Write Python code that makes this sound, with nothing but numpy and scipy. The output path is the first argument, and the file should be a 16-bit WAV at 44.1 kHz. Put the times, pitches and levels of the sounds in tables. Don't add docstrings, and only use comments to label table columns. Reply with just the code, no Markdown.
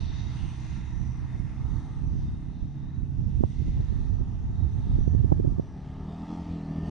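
import sys
import numpy as np
from scipy import signal
from scipy.fft import rfft, irfft
from scipy.io import wavfile
from scipy.ndimage import uniform_filter1d, map_coordinates

SR = 44100
rng = np.random.default_rng(int(sys.argv[2]) if len(sys.argv) > 2 else 0)


def to_wav(sig):
    pcm = np.clip(np.atleast_2d(sig), -1, 1) * 32767
    pcm = np.round(pcm).astype(np.int16)
    wavfile.write(sys.argv[1], SR, pcm.T)


N = 304290
TIME = np.arange(N) / SR
BINS = np.fft.rfftfreq(N, 1 / SR)

# time_s, cycle_rate_hz
ENGINE_SPEED = [(0, 29.6), (0.37, 32), (0.6, 30.8), (1.36, 32.4), (1.52, 31.5), (1.82, 36.4), (2.26, 33.3),
                (2.52, 35.7), (2.95, 34), (3.55, 34.3), (4.12, 36.5), (4.46, 33.5), (4.63, 36.9),
                (4.9, 38.1), (5.15, 39.9), (5.37, 37.2), (5.53, 38.5), (5.87, 36.2), (6.03, 38.3),
                (6.14, 40.6), (6.29, 42.6), (6.42, 43.1), (6.53, 42.1), (6.64, 39.8), (6.9, 40.9)]
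# time_s, distance (0-1), thud_gain_db, upper_orders_boost_db
APPROACH = [(0, 0.76, -41, 0.5), (1.9, 0.95, -41, 0.5), (2.6, 0.76, -39.5, -0.5), (3.5, 0.88, -41, 0.5),
            (4.6, 0.64, -46.5, 0), (5.7, 0.37, -47.5, 2), (5.95, 0.1, -39.5, -6.5), (6.12, .07, -39, -5),
            (6.35, 0.09, -39, 2.2), (6.55, 0, -40, 1), (6.68, 0.01, -35, -1.5), (6.9, 0, -35.5, -4.5)]
# peak_s, length_s, bark_boost_db, rasp_boost_db, growl_boost_db
THROTTLE_TWISTS = [(0.3, 0.25, 0.5, -9, 5), (1.788, 0.83, 7.5, 2, 11), (2.708, 0.31, -0.5, -2.5, 9),
                   (4.062, 0.8, 4, -7.5, 2.5), (4.799, 0.46, 1, -5, 11), (6.01, .2, -1, -1.5, 5.5),
                   (6.34, 0.17, -2, 5.5, 16), (6.614, 0.12, -1.5, 0, 1), (6.896, 0.067, 3.5, 1, -11)]
THUD_ORDERS = [-11, -5, -16, 1, -2.5, -7, -5.5, -18.5, -19.5, -21.5, -18.5, -30, -27.5, -26, -26.5, -28.5,
               -28]
# frequency_hz, gain_db
GROUND_EQ = [(60, -1.5), (100, -4.5), (135, 0.5), (152, -6), (175, -4.5), (220, -6), (255, -2.5),
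             (280, 3.5), (315, 6), (350, -16.5), (450, -17.5)]
# frequency_hz, gain_db
BARK_EQ = [(200, 1.5), (420, 7.5), (520, -9.5), (650, 3), (850, 1), (1040, -6.5), (1230, -3), (1500, -20),
           (1800, -13.5), (2300, -21), (2850, -18.5), (5000, -26.5), (9000, -39), (11000, -48.5)]
# pitch_hz, width_hz, gain_db
PIPE_RINGS = [(850, 180, 1.5), (1220, 180, -10)]
# time_s, level_db
WHINE_FADER = [(4.6, -82), (4.95, -73), (5.12, -69.5), (5.37, -74), (5.6, -79.5), (5.85, -75), (6.2, -78),
               (6.6, -70), (6.9, -62)]
# frequency_hz, lead_rad
LEFT_LEAD = [(200, 0.095), (520, 0.8), (860, 0.45), (1900, 0.19)]

# frequency_hz, gain_db
RUMBLE_EQ = [(8, -27), (22, -4.5), (40, 3.5), (75, 4.5), (125, -1.5), (180, -9.5), (260, -17.5), (380, -30),
             (550, -42.5), (900, -47.5), (2000, -87)]
# time_s, level_db
STEADY_WIND = [(0, -36.5), (2.3, -32.5), (2.45, -37), (2.9, -37), (3.1, -35), (4.4, -27.5), (5.45, -28.5),
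               (5.68, -34), (5.98, -35), (6.1, -43), (6.9, -61)]
# peak_s, length_s, left_db, right_db
WIND_GUSTS = [(0.057, 0.13, -38, -25.5), (0.242, 0.12, -41, -27), (0.437, 0.076, -42, -25),
              (0.752, 0.15, -54, -30.5), (1.02, 0.15, -49, -25), (1.23, 0.031, -34, -23.5),
              (1.41, 0.12, -41, -26.5), (1.647, 0.083, -37, -25), (1.747, 0.063, -40, -22),
              (2.052, 0.11, -37, -26), (2.152, 0.13, -33, -25), (2.29, 0.1, -29.5, -34.5),
              (2.478, 0.088, -48, -31.5), (2.636, 0.048, -35.5, -26.5), (2.85, 0.069, -41.5, -33),
              (3.012, 0.069, -59, -24.5), (3.235, 0.16, -35.5, -22.5), (3.398, 0.11, -41, -20.5),
              (3.605, 0.037, -50, -19), (3.683, 0.035, -22.5, -20.5), (3.787, 0.069, -26, -21),
              (3.917, 0.042, -52, -20.5), (3.988, 0.048, -33, -21.5), (4.125, 0.1, -42, -21),
              (4.221, 0.043, -41, -23.5), (4.49, 0.069, -30, -37), (4.637, 0.057, -45, -18),
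              (4.777, 0.06, -34, -23.5), (4.94, 0.086, -24, -19), (5.011, 0.028, -29, -17),
              (5.173, 0.16, -31.5, -17), (5.325, 0.037, -30.5, -18), (5.395, 0.047, -29, -21.5),
              (5.496, 0.086, -30.5, -21), (5.982, 0.035, -40, -41), (6.474, 0.14, -41.5, -52),
              (6.834, 0.03, -40.5, -50)]
# time_s, peak_db, corner_hz, churn (0-1), suction (0-1)
EDDY_POPS = [ (0.459, -21.5, 149, 0.7, 0.45), (1.369, -35, 240, .4, 0.4), (1.762, -28, 146, 0, 0),
             (2.039, -21, 175, 0.6, 0.5), (2.155, -20, 151, 0.43, 0.1), (3.191, -21, 150, 0.57, 0.15),
             (3.409, -6.5, 132, 0, 0), (3.438, -3.5, 360, .2, .1), (3.599, -17.5, 140, 0.9, .5),
             (3.617, -26, 189, 0.7, 0.5), (3.683, -20, 140, .8, 0), (3.804, -17.5, 166, 0.7, 0.1),
             (3.926, -22, 190, 0.9, 0.1), (4.21, -21, 180, 1, 0.07), (4.872, -22, 188, 0.9, 0.05),
             (4.988, -10, 150, 0.7, 0), (5.078, -8, 195, 0.1, 0), (5.15, -11.5, 194, 0.2, 0),
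             (5.213, -14, 140, 0.8, 0.1), (5.246, -9, 175, 0.9, 0.1), (5.321, -2.5, 330, .3, .9),
             (5.401, -9, 155, 0.8, 0.06), (5.449, -8.5, 188, 1, 0.6), (5.476, -13, 149, 0.6, 1),
             (5.522, -21, 140, 0.9, 0), (5.586, -11, 190, 1, 0.4), (5.598, -4, 240, 0.02, 0)]
# peak_s, length_s, pitch_hz, width_hz, left_db, right_db
WHISTLE_NOTES = [(0.099, 0.16, 5840, 200.8, -65, -77), (0.14, 0.37, 3710, 170, -61.5, -57.5),
                 (0.398, .8, 2074, 159, -65.5, -72), (0.487, .26, 6000, 280, -69, -72),
                 (.82, 0.26, 3720, 130, -72, -66.5), (1.051, 0.25, 5910, 150, -64, -75),
                 (1.3, .55, 2120, 80, -65.5, -83), (1.344, .18, 3620, 131, -76, -70),
                 (1.74, 0.37, 1183, 170, -60.5, -63.5), (1.758, .3, 3740, 130, -77, -72),
                 (2.153, 0.22, 5970, 161, -73, -75), (2.328, .2, 3680, 130, -75, -71.5),
                 (2.87, 0.25, 3770, 131.9, -79.5, -71), (3.685, 0.44, 2038, 239, -68, -74.5),
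                 (3.7, 0.23, 3690, 260, -80.5, -73), (3.798, 0.23, 2810, 338, -75, -77),
                 (4.092, 0.16, 5830, 160, -72, -78), (4.601, .16, 3800, 129, -77, -71),
                 (4.87, 0.21, 3690, 130, -77, -69), (5.066, .16, 6000, 240, -69.5, -73),
                 (5.36, 0.13, 5820, 151, -77, -81), (5.65, .12, 5870, 140, -79, -76),
                 (6.136, 0.13, 3700, 140, -71, -79), (6.334, .1, 5830, 180, -74, -72)]
# time_s, gain_db, body_boost_db, top_boost_db
SCRUB_BREEZE = [(0.05, -51, -5.5, -5.5), (0.6, -58.5, 1.5, 2), (0.9, -62, 4.5, 4), (1.25, -68.5, 9, 5.5),
                (1.75, -67, 4.5, 7), (2.5, -71, 4.5, 4), (3.15, -70.5, -0.5, 3.5), (3.55, -63.5, -3.5, 2.5),
                (3.87, -63, 0, 2), (4.3, -72.5, 6, 8), (4.95, -63, -2.5, 2), (5.55, -75, 3, 9.5),
                (6.9, -79.5, 14, 11)]
# frequency_hz, left_db, right_db
HISS_EQ = [(248, -9.5, -15.5), (524, -21.5, -14), (915, 1, 1), (1380, -7.5, -15), (2780, -11, -8),
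           (3030, -13.5, -14.5), (5030, -18, -22), (5580, -18, -16.5), (6790, -34.5, -17),
           (7330, -30.5, -35), (9360, -45, -33), (10800, -49.5, -55.5)]
# pitch_hz, width_hz, left_db, right_db
PORT_RINGS = [(1366, 20, -7.5, 19.5), (1836, 390, 6.5, 6), (2100, 77, 7, 2.5), (2257, 140, -8.5, -9),
              (3670, 520, 6, 11), (4330, 490, 4, 5), (5030, 130, 9, -5.5), (5884, 220, 16, 3),
              (6370, 150, -3.5, 4), (8670, 1200, 8.5, 14.5)]
# frequency_hz, gain_db
SURF_EQ = [(30, 5), (150, 12.5), (300, 3.5), (520, -5.5), (800, 0.5), (1100, -13), (1500, -17), (3000, -30),
           (7000, -41), (11000, -58)]
# time_s, width (0-1)
STEREO_WIDTH = [(5.52, 0.96), (5.63, 0.66), (5.76, 0.2)]

SECOND_FIRING = 305 / 720
AIR_WAVER = .006


def motorcycle():
    cycles = np.cumsum(curve(ENGINE_SPEED) * (1 + .002 * drift(hz=14))) / SR
    return thud(cycles) + throttle(bark(cycles)) + growl(cycles) + whine(cycles)


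def thud(cycles, trim_db=1):
    rate_hz, far, upper_db = curve(ENGINE_SPEED), distance(), curve(APPROACH, column=3)
    orders = np.zeros(N)
    for k, db in enumerate(THUD_ORDERS, 1):
        gain = amp(db + upper_db * (k > 5)) * eq(GROUND_EQ, k * rate_hz) ** far * air_path()
        reflections = .55 * drift(hz=3)
        pipe_spread = .1 * (k - 5) ** 2
        jitter = (.012 + .036 * (1 - far)) * k * drift(hz=25)
        orders += gain * np.cos(2 * np.pi * k * cycles + reflections - pipe_spread + jitter)
    burn = 1 + .22 * drift(hz=35)
    return orders * burn * amp(curve(APPROACH, column=2) + trim_db)


def bark(cycles, crack_hz=1400, scatter_s=.018, puff_cycles=.37, crack_db=-5, puff_db=-4):
    gas_flow = 1 + sum(np.exp(-((cycles - delay) % 1) / puff_cycles) for delay in (0, SECOND_FIRING))
    lag = TIME[:SR // 10]
    echoes = rng.standard_normal(len(lag)) * np.exp(-lag / scatter_s)
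    scatter = np.exp(1j * np.angle(rfft(echoes, N)))
    tone = eq(BARK_EQ, BINS)
    lows = 1 / np.sqrt(1 + (BINS / crack_hz) ** 6)
    cracks = turbulent(shaped(firings(cycles), tone * lows * scatter), depth_db=2.3, patch=(3, 16))
    gas = rng.standard_normal(N) * gas_flow
    puffs = turbulent(shaped(gas, tone * (1 - .5 * lows)), depth_db=2.2)
    return amp(crack_db) * cracks + amp(puff_db) * puffs


def throttle(exhaust, rasp_hz=2180):
    rasp = irfft(rfft(exhaust) / (1 + (rasp_hz / (BINS + 1)) ** 6), N)
    return (exhaust + rasp * (amp(twist_db(column=3)) - 1)) * amp(bark_db())


def growl(cycles, against_bark_db=-15.5):
    pipe = sum(amp(db) / (1 + 2j * (BINS - hz) / width) ** 2 for hz, width, db in PIPE_RINGS)
    blur = .12 + .75 * distance()
    ring = np.sqrt(1 - blur) * shaped(firings(cycles), pipe) + np.sqrt(blur) * noise(abs(pipe))
    return ring * air_path() * amp(bark_db() + against_bark_db + twist_db(column=4))


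def whine(cycles, teeth_per_cycle=44.3):
    mesh = np.sin(2 * np.pi * teeth_per_cycle * cycles + .6 * drift(hz=30))
    throb = 1 + .6 * np.cos(2 * np.pi * cycles) + .3 * drift(hz=30)
    return unit(mesh * throb) * amp(curve(WHINE_FADER))


def firings(cycles, unevenness=.14):
    clicks = np.zeros(N)
    for delay in (0, SECOND_FIRING):
        at = np.flatnonzero(np.diff(np.floor(cycles - delay)))
        clicks[at] += 1 + unevenness * rng.standard_normal(N)[at]
    return clicks


def bark_db(close_db=-46.5, far_loss_db=19):
    return close_db - far_loss_db * distance() + twist_db(column=2)


def twist_db(column):
    return sum(row[column] * swell(row[0], row[1]) for row in THROTTLE_TWISTS)


def distance():
    return np.clip(curve(APPROACH), 0, 1)


def air_path():
    return amp(2 * drift(hz=10))


def from_the_track(pair):
    lag = np.exp(-1j * np.interp(BINS, *np.transpose(LEFT_LEAD)))
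    return np.array([pair[0], irfft(rfft(pair[1]) * lag, N)])


def rumble(eddy_hz=160, brisk_db=-30):
    small = 1 / (1 + (eddy_hz / (BINS + 1)) ** 4)
    ports = []
    for port in range(2):
        level_db, bursts = wind_db(port), drift(hz=22.3)
        air = rfft(noise(eq(RUMBLE_EQ, BINS)))
        eddies = irfft(air * small, N) * amp(2 * bursts - .02 * (level_db - brisk_db))
        flow = irfft(air * (1 - small), N) * amp(1.2 * bursts) + eddies
        levelled = flow / np.sqrt(uniform_filter1d(flow ** 2, size=3500) + 1e-9)
        ports.append(levelled * amp(level_db))
    return np.array(ports)


def wind_db(port, shelter_db=-5.5):
    power = amp(curve(STEADY_WIND) + (shelter_db, 0)[port]) ** 2
    for peak_s, length_s, *port_db in WIND_GUSTS:
        power += amp(port_db[port]) ** 2 * swell(peak_s, length_s)
    return 10 * np.log10(power)


def buffets(churn_s=.0075, suction_s=.0044, lee_hz=820, lee_phase_rad=2.8):
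    out, t = np.zeros((2, N)), TIME[:4096]
    hz = np.fft.rfftfreq(len(t), 1 / SR) + 1
    lead = len(t) // 4
    passing = np.exp(-((t - t[lead]) / churn_s) ** 2)
    lee = hz / np.hypot(hz, lee_hz) * np.exp(1j * lee_phase_rad)
    for time_s, peak_db, corner_hz, churn, suction in EDDY_POPS:
        swirl = rng.standard_normal(len(t)) * passing
        push = churn * swirl / np.linalg.norm(swirl)
        push[lead] += 1
        tone = 1 / (1 + (hz / corner_hz) ** 2)
        tone /= (1 + (80 / hz) ** 2) * (1 + (hz / (3 * corner_hz)) ** 6)
        right = rfft(push) * tone * (1 - suction * np.exp(-2j * np.pi * hz * suction_s))
        pop = np.array([irfft(right * lee), irfft(right)])
        start = round(time_s * SR) - lead
        out[:, start:start + len(t)] += amp(peak_db) * pop / abs(pop).max()
    return out


def whistles(rise_per_s=.06):
    out, air = np.zeros((2, N)), 1 + AIR_WAVER * drift(hz=7)
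    for peak_s, length_s, pitch_hz, width_hz, *port_db in WHISTLE_NOTES:
        near = abs(TIME - peak_s) < 2 * length_s
        real, imag = rng.standard_normal((2, N))[:, near]
        breath = signal.lfilter(*signal.butter(2, width_hz / SR), real + 1j * imag)
        creep = rise_per_s * length_s * np.tanh((TIME[near] - peak_s) / length_s)
        bent_hz = pitch_hz * (air[near] + creep)
        note = (breath * np.exp(2j * np.pi * np.cumsum(bent_hz) / SR)).real
        out[:, near] += unit(note) * amp(port_db)[:, None] * swell(peak_s, length_s)[near]
    return out


def scrub(trim_db=3, body_hz=2500, top_hz=5000):
    shared = rustle()
    body = 1 / (1 + (BINS / body_hz) ** 8)
    top = 1 / (1 + (top_hz / (BINS + 1)) ** 8)
    body_gain, top_gain = amp(curve(SCRUB_BREEZE, column=2)), amp(curve(SCRUB_BREEZE, column=3))
    bands = [(body, body_gain), (1 - body - top, 1), (top, top_gain)]
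    ports = []
    for port in range(2):
        ring_db = sum(db[port] / (1 + (2 * (BINS - hz) / width) ** 2) for hz, width, *db in PORT_RINGS)
        tone = eq(HISS_EQ, BINS, column=port + 1) * amp(ring_db)
        hiss = rfft(shaped(shared + rustle(), tone))
        ports.append(sum(irfft(hiss * band, N) * gain for band, gain in bands))
    return wavering(ports) * amp(curve(SCRUB_BREEZE) + trim_db + .7 * drift(hz=7))


def rustle():
    return turbulent(rng.standard_normal(N), depth_db=2.5, patch=(22, 36))


def wavering(pair):
    playhead = np.arange(N) + np.cumsum(AIR_WAVER * drift(hz=7))
    return np.array([map_coordinates(x, [playhead], order=3, mode="mirror") for x in pair])


def surf(level_db=-61):
    tone = eq(SURF_EQ, BINS)
    shared = turbulent(noise(tone), depth_db=2.2)
    return amp(level_db) * np.array([unit(shared + noise(tone)) for _ in range(2)])


def turbulent(x, depth_db, patch=(9, 22)):
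    spectra = signal.stft(x, nperseg=1024, noverlap=768)[2]
    patches = uniform_filter1d(rng.standard_normal(spectra.shape), patch[0], axis=0)
    patches = uniform_filter1d(patches, patch[1], axis=1)
    spectra *= amp(depth_db * unit(patches))
    return unit(signal.istft(spectra, nperseg=1024, noverlap=768)[1][:N])


def drift(hz):
    coarse = TIME[::64]
    rates = np.fft.rfftfreq(len(coarse), coarse[1])
    spectrum = rfft(rng.standard_normal(len(coarse))) * np.exp(-(rates / hz) ** 2) * (rates > 0)
    return np.interp(TIME, coarse, unit(irfft(spectrum, len(coarse))))


def swell(peak_s, length_s):
    return 0.5 ** ((2 * (TIME - peak_s) / length_s) ** 2)


def curve(rows, column=1):
    rows = np.asarray(rows)
    return np.interp(TIME, rows[:, 0], rows[:, column])


def eq(rows, hz, column=1):
    rows = np.asarray(rows)
    return amp(np.interp(np.log(hz + 1), np.log(rows[:, 0] + 1), rows[:, column]))


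def noise(tone):
    return shaped(rng.standard_normal(N), tone)


def shaped(x, tone):
    return unit(irfft(rfft(x) * tone, N))


def amp(db):
    return 10 ** (np.asarray(db) / 20)


def unit(x):
    return x / np.sqrt(np.mean(x ** 2) + 1e-20)


def scene():
    bike = motorcycle() * amp([[0], [.5]])
    return from_the_track(bike + surf()) + scrub() + whistles() + rumble() + buffets()


def record(dry, high_cut_hz=10600):
    left, right = dry * signal.windows.tukey(N, .002)
    width = np.clip(curve(STEREO_WIDTH), 0, 1)
    narrowed = np.array([left, left + width * (right - left)])
    high_cut = signal.firwin(255, high_cut_hz, window=("kaiser", 8), fs=SR)
    return signal.oaconvolve(narrowed, high_cut[None], "same")


dry = scene()
out = record(dry)
to_wav(out)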